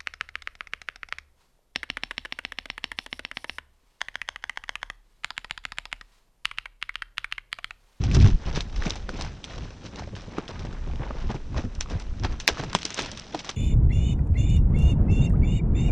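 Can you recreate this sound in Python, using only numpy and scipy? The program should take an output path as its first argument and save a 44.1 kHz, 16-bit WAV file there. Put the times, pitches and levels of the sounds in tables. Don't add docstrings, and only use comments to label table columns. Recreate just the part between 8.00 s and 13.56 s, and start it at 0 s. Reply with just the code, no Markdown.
import sys
import numpy as np
from scipy import signal
from scipy.io import wavfile
from scipy.ndimage import uniform_filter1d

SR = 44100
rng = np.random.default_rng(int(sys.argv[2]) if len(sys.argv) > 2 else 0)


def generate_wav(signal):
    frames = np.transpose(np.atleast_2d(signal))
    scaled = np.clip(frames, -1, 1) * 32767
    pcm = np.round(scaled).astype(np.int16)
    wavfile.write(sys.argv[1], SR, pcm)


N = 245195

# t/s, level/dB, f/Hz, T60/s
HOOF_FALLS = [(0.151, -14, 91.5, 0.032), (0.168, -6.5, 88.5, 0.064), (0.241, -19, 122, 0.12),
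              (0.469, -27.5, 162, 0.16), (0.573, -7, 149, 0.026), (0.859, -15, 160, 0.072),
              (1.085, -26, 185, 0.11), (1.128, -20, 93, 0.1), (1.187, -25, 274, 0.062),
              (1.839, -29, 145, 0.13), (1.929, -32.5, 196, 0.14), (2.129, -29.5, 173, 0.073),
              (2.278, -19, 136, 0.039), (2.324, -35.5, 194, 0.15), (2.381, -7.5, 168, 0.035),
              (2.647, -22, 202, 0.065), (2.725, -28, 159, 0.071), (2.869, -23.5, 145, 0.075),
              (2.934, -26.5, 130, 0.11), (2.995, -18.5, 123, 0.081), (3.105, -13.5, 200, 0.027),
              (3.145, -21, 154, 0.062), (3.241, -17.5, 107, 0.055), (3.295, -19, 123, 0.11),
              (3.346, -15.5, 129, 0.071), (3.477, -26, 91, 0.055), (3.582, -30, 530, 0.062),
              (3.583, -19.5, 138, 0.083), (3.641, -11, 94, 0.087), (3.907, -19.5, 145, 0.076),
              (4.2, -11, 96.9, 0.018), (4.591, -32, 525, 0.035), (4.593, -16.5, 137, 0.065),
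              (4.628, -21.5, 173, 0.079), (4.749, -13, 167, 0.05), (4.845, -29.5, 280, 0.078),
              (5.058, -35, 183, 0.085), (5.124, -31, 208, 0.071), (5.343, -20.5, 294, 0.076)]
def hoof_thuds():
    out, t = np.zeros(N), np.arange(8000) / SR
    noises = rng.standard_normal((len(HOOF_FALLS), len(t)))
    for (start, db, hz, t60), noise in zip(HOOF_FALLS, noises):
        swing = np.sin(2 * np.pi * hz * t * (1.1 - 2.0 * t))
        puff = 0.82 * unit_rms(split(noise, hz=3.13 * hz)[0])
        attack = 1 - np.exp(-t * hz / 0.85)
        add(out, start, amp(db - 60 * t / t60) * attack * (swing + puff))
    return out


# t/s, level/dB, f/Hz, relative snap level/dB, relative scatter level/dB
STONE_STRIKES = [(0.038, -25.5, 795, 2, -12), (0.114, -20.5, 2530, -7, -17), (0.147, -20, 5500, 1.5, -7),
                 (0.211, -22.5, 2360, -23, -13), (0.304, -33.5, 3000, -4, -25),
                 (0.558, -23, 1230, -10, -6.5), (0.607, -13, 3860, -9, -20.5),
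                 (0.761, -28.5, 2070, -5, -10), (0.823, -20, 1760, -14, -27), (0.868, -20.5, 2330, -8, -25),
                 (0.898, -18, 5540, -5, -23), (0.906, -15, 3670, 0, -22), (0.956, -32.5, 800, -2, -3.5),
                 (1.092, -19, 1490, -3.5, -21), (1.211, -30.5, 724, 13.5, -9), (1.222, -19, 5050, -3, -27),
                 (1.248, -27.5, 790, -11, -12), (1.442, -18, 3350, -8, -17.5), (1.959, -31, 4000, 2, -13),
                 (1.995, -25.5, 900, -3.5, -31), (2.022, -27.5, 710, -12, -26),
                 (2.075, -28.5, 580, -23, -30), (2.153, -32, 3100, -10.5, -11),
                 (2.384, -18, 1210, -5.5, -39), (2.48, -24, 3340, -7, -14), (2.594, -29.5, 5340, -5, -13.5),
                 (2.651, -35, 890, -1, -11.5), (2.728, -34.5, 1500, -4, -18), (2.875, -36.5, 900, -7, -20),
                 (2.9, -32.5, 810, -15, -38), (2.958, -35, 3000, -2, -19.5), (3.066, -33, 900, -13, -27),
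                 (3.108, -23, 1190, -25, -29), (3.295, -31, 930, -13, -28), (3.304, -24, 790, -19, -38),
                 (3.344, -26.5, 840, -15, -18), (3.545, -28, 980, -8, -28), (3.564, -26.5, 1080, -14, -22),
                 (3.751, -31, 5800, 4, -16), (3.809, -9.5, 6400, -0.5, -19), (3.86, -31, 1180, -16, -33),
                 (3.9, -37.5, 930, 8.5, -2), (3.998, -30, 4900, 2, -8.5), (4.022, -34, 5000, -7.5, -26),
                 (4.198, -32, 5500, -4, -23.5), (4.236, -24.5, 920, 2, -17), (4.401, -17, 6300, -14, -14.5),
                 (4.478, -8.5, 1600, 11, -12.5), (4.572, -23, 1240, -16, -22), (4.637, -26, 800, 1, -12.5),
                 (4.731, -25, 1060, 6.5, -28), (4.75, -10, 980, 7.5, -12.5), (4.788, -22.5, 3360, 0.5, -16),
                 (4.831, -23.5, 4030, 7, -22), (4.853, -14.5, 4300, 6.5, -12.5),
                 (4.905, -17, 6500, -8.5, -19), (4.944, -20, 6040, 8.5, -20), (4.993, -22.5, 950, 10, -5),
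                 (5.021, -20, 5540, 7, -24), (5.03, -29, 3530, 4, -19), (5.06, -27.5, 900, 7, -10),
                 (5.116, -25.5, 6050, 9, -14), (5.174, -27, 3650, 8.5, -11.5), (5.197, -19, 5400, -2, -30),
                 (5.347, -14.5, 700, -9, -20.5), (5.391, -28, 3320, -8, -5.5), (5.446, -33, 1150, 1.5, -3),
                 (5.492, -23, 1130, -28, -2.5)]
def stone_knocks(scatter_t60_s=0.083):
    out, t = np.zeros(N), np.arange(6000) / SR
    noises = rng.standard_normal((len(STONE_STRIKES), len(t)))
    snap_decay = np.exp(-t / 0.001)
    chips = split(gravel(per_s=1200, spread_db=2.0, cycles=2.5, together=0.25), hz=600)[1]
    for (start, db, hz, snap_db, scatter_db), noise in zip(STONE_STRIKES, noises):
        ring = np.sin(2 * np.pi * hz * t) * np.exp(-t * hz / 1.95)
        burst = split(noise, hz=0.85 * hz)[1] * snap_decay
        snap = amp(snap_db) * burst * np.linalg.norm(snap_decay) / np.linalg.norm(burst)
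        loose_chips = np.resize(chips[round(start * SR):], len(t))
        scatter = amp(scatter_db - 60 * t / scatter_t60_s) * loose_chips
        add(out, start, amp(db) * (ring + snap + scatter))
    return out


# f/Hz, gain/dB
GRIT_SPECTRUM = [(88, -34.5), (200, -10.5), (500, -13), (1000, -17), (2500, -24), (6000, -29),
                 (11000, -37.5)]
# peak t/s, level/dB, 20 dB rise/s, 20 dB fall/s, relative sand level/dB
HOOF_DRAGS = [(0.04, -45, .1, 0.34, 1.5), (0.158, -38.5, .09, 0.185, 5.5), (0.271, -35.5, 0.1, 0.07, 3.5),
              (0.485, -40.5, 0.1, 0.19, 0.5), (0.569, -36, 0.06, 0.065, .5), (0.86, -37, 0.16, 0.17, 1.5),
              (0.904, -41, -0.15, 0.08, -8), (0.965, -49, 0.2, 0.02, -1), (1.175, -46.5, 0.16, 0.09, 3.5),
              (1.21, -42, 0.09, .2, 1.5), (1.51, -45.5, 0.1, 0.26, 3.5), (1.62, -50.5, .1, 0.34, 2),
              (1.864, -48.5, 0.06, 0.04, 9), (1.995, -43, 0.12, .11, -0.5), (2.165, -49, -0.05, 0.3, 3),
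              (2.393, -40.5, 0.1, 0.1, -8), (2.49, -43.5, -0.05, 0.37, -4.5), (2.6, -50, .02, 0.16, -0.5),
              (2.73, -50.5, 0.3, .3, -6.5), (2.933, -51, .3, 0.6, -4), (3.037, -41.5, 0.09, 0.25, -19),
              (3.2, -47, 0.13, 0.33, 0), (3.304, -34.5, 0.02, 0.04, -3), (3.354, -40, -0.01, .03, -2.5),
              (3.58, -34, 0.04, 0.0554, -3.5), (3.654, -47, 0.2, 0, -2.5), (3.813, -54, 0.5, 0, -10),
              (3.915, -41, 0.05, 0.2, -4), (4.25, -28, 0.02, .03, -5), (4.33, -45.5, 0.26, .1, -2),
              (4.412, -56, -2.3, 2, 5), (4.488, -24.5, -0.0053, 0.03, 4.5), (4.598, -37, 0.13, 0.1, 0),
              (4.7, -46.5, -0.11, -0.26, 13), (4.757, -42, 0.19, -0.37, -2), (4.82, -41.5, .04, -0.06, 9.5),
              (4.9, -48.5, 0.13, 0.5, 12.5), (4.988, -34.5, 0.0333, 0.14, 4.5),
              (5.188, -55.5, -1.4, 0.9, 4.5), (5.354, -39, 0.05, -0.04, 3), (5.406, -44.5, 0.09, 0, 7.5),
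              (5.496, -38.5, .07, 0.03, 4)]
def hoof_scuffs():
    coarse_level, sand_level = swells(HOOF_DRAGS, bed_db=-62, bed_high_db=-3.5)
    crunch = gravel(per_s=380, spread_db=3.3, cycles=3.0, together=0.4)
    coarse, sand = split(colour(crunch, GRIT_SPECTRUM), hz=2430)
    midrange_rms = np.std(split(coarse, hz=373)[1])
    return (coarse_level * coarse + sand_level * sand) / midrange_rms


def gravel(per_s, spread_db, cycles, together):
    shared, out = grains(per_s / 4, spread_db, decay_ms=2.1), np.zeros(N)
    for hz in np.geomspace(300, 8000, 7):
        own = grains(per_s, spread_db, decay_ms=1000 * cycles / hz + 0.5)
        band = signal.butter(1, [hz / 1.35, hz * 1.35], "band", fs=SR)
        out += signal.lfilter(*band, own + together * shared)
    return unit_rms(out)


def grains(per_s, spread_db, decay_ms):
    sizes = amp(spread_db * np.minimum(rng.exponential(1, N), 4))
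    collisions = rng.random(N) < per_s / SR
    decay = np.exp(-np.arange(2000) / SR / (decay_ms / 1000))
    envelope = signal.oaconvolve(sizes * collisions, decay)[:N]
    return unit_rms(envelope * rng.standard_normal(N))


# f/Hz, spectral level/dB
EDDY_SPECTRUM = [(8.8, -21), (15, 3), (49, -1.5), (139, -17), (280, -32.5), (335, -34.5), (400, -38.5),
                 (520, -72), (880, -120)]
# t/s, level/dB
BREEZE_LEVELS = [(0, -28), (0.351, -36.5), (.7, -40), (1, -36.5), (1.2, -38), (1.4, -52), (1.65, -42),
                 (1.83, -53.5), (2.3, -41), (2.49, -51.5), (2.75, -35.5), (3.1, -38.5), (3.5, -36),
                 (4.3, -35.5), (4.6, -55), (4.9, -56), (5.56, -46)]
# peak t/s, level/dB, 20 dB rise/s, 20 dB fall/s, relative level of the quick eddies/dB
GUSTS = [(0, -10.5, .05, -0.01, -5), (.18, -15.5, .08, 0.22, -9), (.26, -15.5, 0.36, 0.0762, 15),
         (.355, -9, 0.15, .016, -3), (.46, -20.5, 0, 0.33, 0), (.56, -22, .065, .16, 3.5),
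         (.785, -16.5, 0.1, 0.2, -11), (1.05, -28, 0.2, .1, -1), (1.15, -28.5, 0.3, 0.25, -4),
         (1.24, -28, 0.1, 0.15, 9.5), (1.41, -37, -0.2, 0, 12), (1.59, -29.5, .13, 0.22, 8),
         (2.06, -39.5, 0.26, 0.4, 17.5), (2.38, -33.5, -0.15, -0.3, 6.5), (2.6, -36, .1, 0.15, 18.5),
         (2.69, -28.5, .12, -0.6, 2), (2.82, -26, 0.35, 0.5, -1), (2.94, -21.5, 0.2, 0.16, -2.5),
         (3.11, -28.5, 0.3, 0.2, -5), (3.19, -24, -0.15, -0.1, 6), (3.28, -16, .18, 0.03, -8.5),
         (3.44, -27.5, 0.3, 0.4, -14), (3.595, -22.5, 0.09, -0.01, 14.5), (3.67, -29, -0.5, 0.3, -9),
         (3.783, -19.5, -0.1, 0.12, -19), (3.96, -23, .1, 0.04, 11), (4.13, -17.5, 0.13, -0.02, -15.5),
         (4.24, -24, 0.1, 0.14, 8.5), (4.325, -18, 0.09, 0.03, 3), (4.43, -29, 0.6, -0.24, -11.5),
         (4.51, -27.5, -0.13, 0.1, 6), (4.66, -31.5, 0.1, 0.2, 6), (5.02, -36, 0.04, 0.4, 6),
         (5.13, -37, -2, -0.1, -17), (5.39, -46, 0, -0.5, 3)]
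def wind_buffet(flutter_db=2, flutter_s=0.04):
    flutter = unit_rms(smooth(rng.standard_normal(N), round(flutter_s * SR)))
    breeze_db = np.interp(np.arange(N) / SR, *np.transpose(BREEZE_LEVELS)) + flutter_db * flutter
    slow_level, quick_level = swells(GUSTS, bed_db=breeze_db, bed_high_db=-5.5)
    eddies = colour(rng.standard_normal(N), EDDY_SPECTRUM)
    eddies /= np.sqrt(smooth(eddies ** 2, samples=1500))
    slow, quick = split(eddies, hz=75)
    return slow_level * slow + quick_level * quick


# f/Hz, relative spectral level/dB
AIR_SPECTRUM = [(35, -49), (60, -0.5), (182, 1), (630, -17), (2000, -30), (6000, -30), (11000, -23.5)]
def background_air(level_db=-45):
    return amp(level_db) * unit_rms(colour(rng.standard_normal(N), AIR_SPECTRUM))


def swells(rows, bed_db, bed_high_db):
    t, power = np.arange(0, N + 64, 64) / SR, 0
    for peak_s, db, rise_s, fall_s, high_db in rows:
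        before = (peak_s - t) / max(rise_s, 0.005)
        after = (t - peak_s) / max(fall_s, 0.005)
        envelope = amp(db - 20 * np.maximum(before, after))
        power = power + np.outer(amp([0, high_db]), envelope) ** 2
    return [np.sqrt(np.interp(np.arange(N) / SR, t, band_power) + amp(bed_db + offset_db) ** 2)
            for band_power, offset_db in zip(power, (0, bed_high_db))]


def colour(x, spectrum):
    gain_db = np.maximum(level_at(spectrum, abs(np.fft.fftfreq(16384, 1 / SR))), -100)
    log_response = np.conj(signal.hilbert(np.log(amp(gain_db))))
    taps = np.fft.ifft(np.exp(log_response)).real[:8192]
    return signal.oaconvolve(x, taps)[:len(x)]


def level_at(spectrum, hz):
    f, db = np.transpose(spectrum)
    return np.interp(np.log(hz + 1), np.log(f + 1), db)


def split(x, hz):
    low = signal.filtfilt(*signal.butter(2, hz, fs=SR), x)
    return low, x - low


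def smooth(x, samples):
    return uniform_filter1d(uniform_filter1d(x, samples), samples)


def amp(db):
    return 10 ** (np.asarray(db) / 20)


def unit_rms(x):
    return x / np.sqrt(np.mean(x ** 2) + 1e-20)


def add(mix, start_s, sound):
    part = mix[round(start_s * SR):][:len(sound)]
    part += sound[:len(part)]


def scene():
    air = background_air()
    return np.tile(stone_knocks() + hoof_thuds() + hoof_scuffs() + wind_buffet() + air, (2, 1))


# f/Hz,
# gain/dB
TONE_RESPONSE = [(20, -5.5), (3900, 1.5), (4500, -2), (5200, 0), (5900, 1.5), (6900, -7.5), (8200, -15.5),
                 (9600, -27), (11000, -40.5), (13000, -77.5)]
# f/Hz, side-to-mid gain/dB
FUZZ_SPECTRUM = [(100, -78), (500, -44.5), (1500, -23), (3000, -15), (6000, -10.5), (10000, -1.5)]
def record(dry, overload=0.9, cutoff_hz=16000):
    mid = np.clip(colour(dry[0], TONE_RESPONSE), -overload, overload)
    hz, _, spectra = signal.stft(mid, SR, nperseg=512)
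    fuzz = uniform_filter1d(abs(spectra), 5, axis=0) * amp(level_at(FUZZ_SPECTRUM, hz))[:, None]
    random_phase = np.exp(2j * np.pi * rng.random(spectra.T.shape).T)
    side = signal.istft(fuzz * random_phase, SR, nperseg=512)[1][:N]
    stereo = np.array([mid + side, mid - side])
    lowpass = signal.firwin(511, cutoff_hz, window=("kaiser", 9), fs=SR)
    return signal.oaconvolve(stereo, lowpass[None], "same")


dry = scene()
out = record(dry)
generate_wav(out)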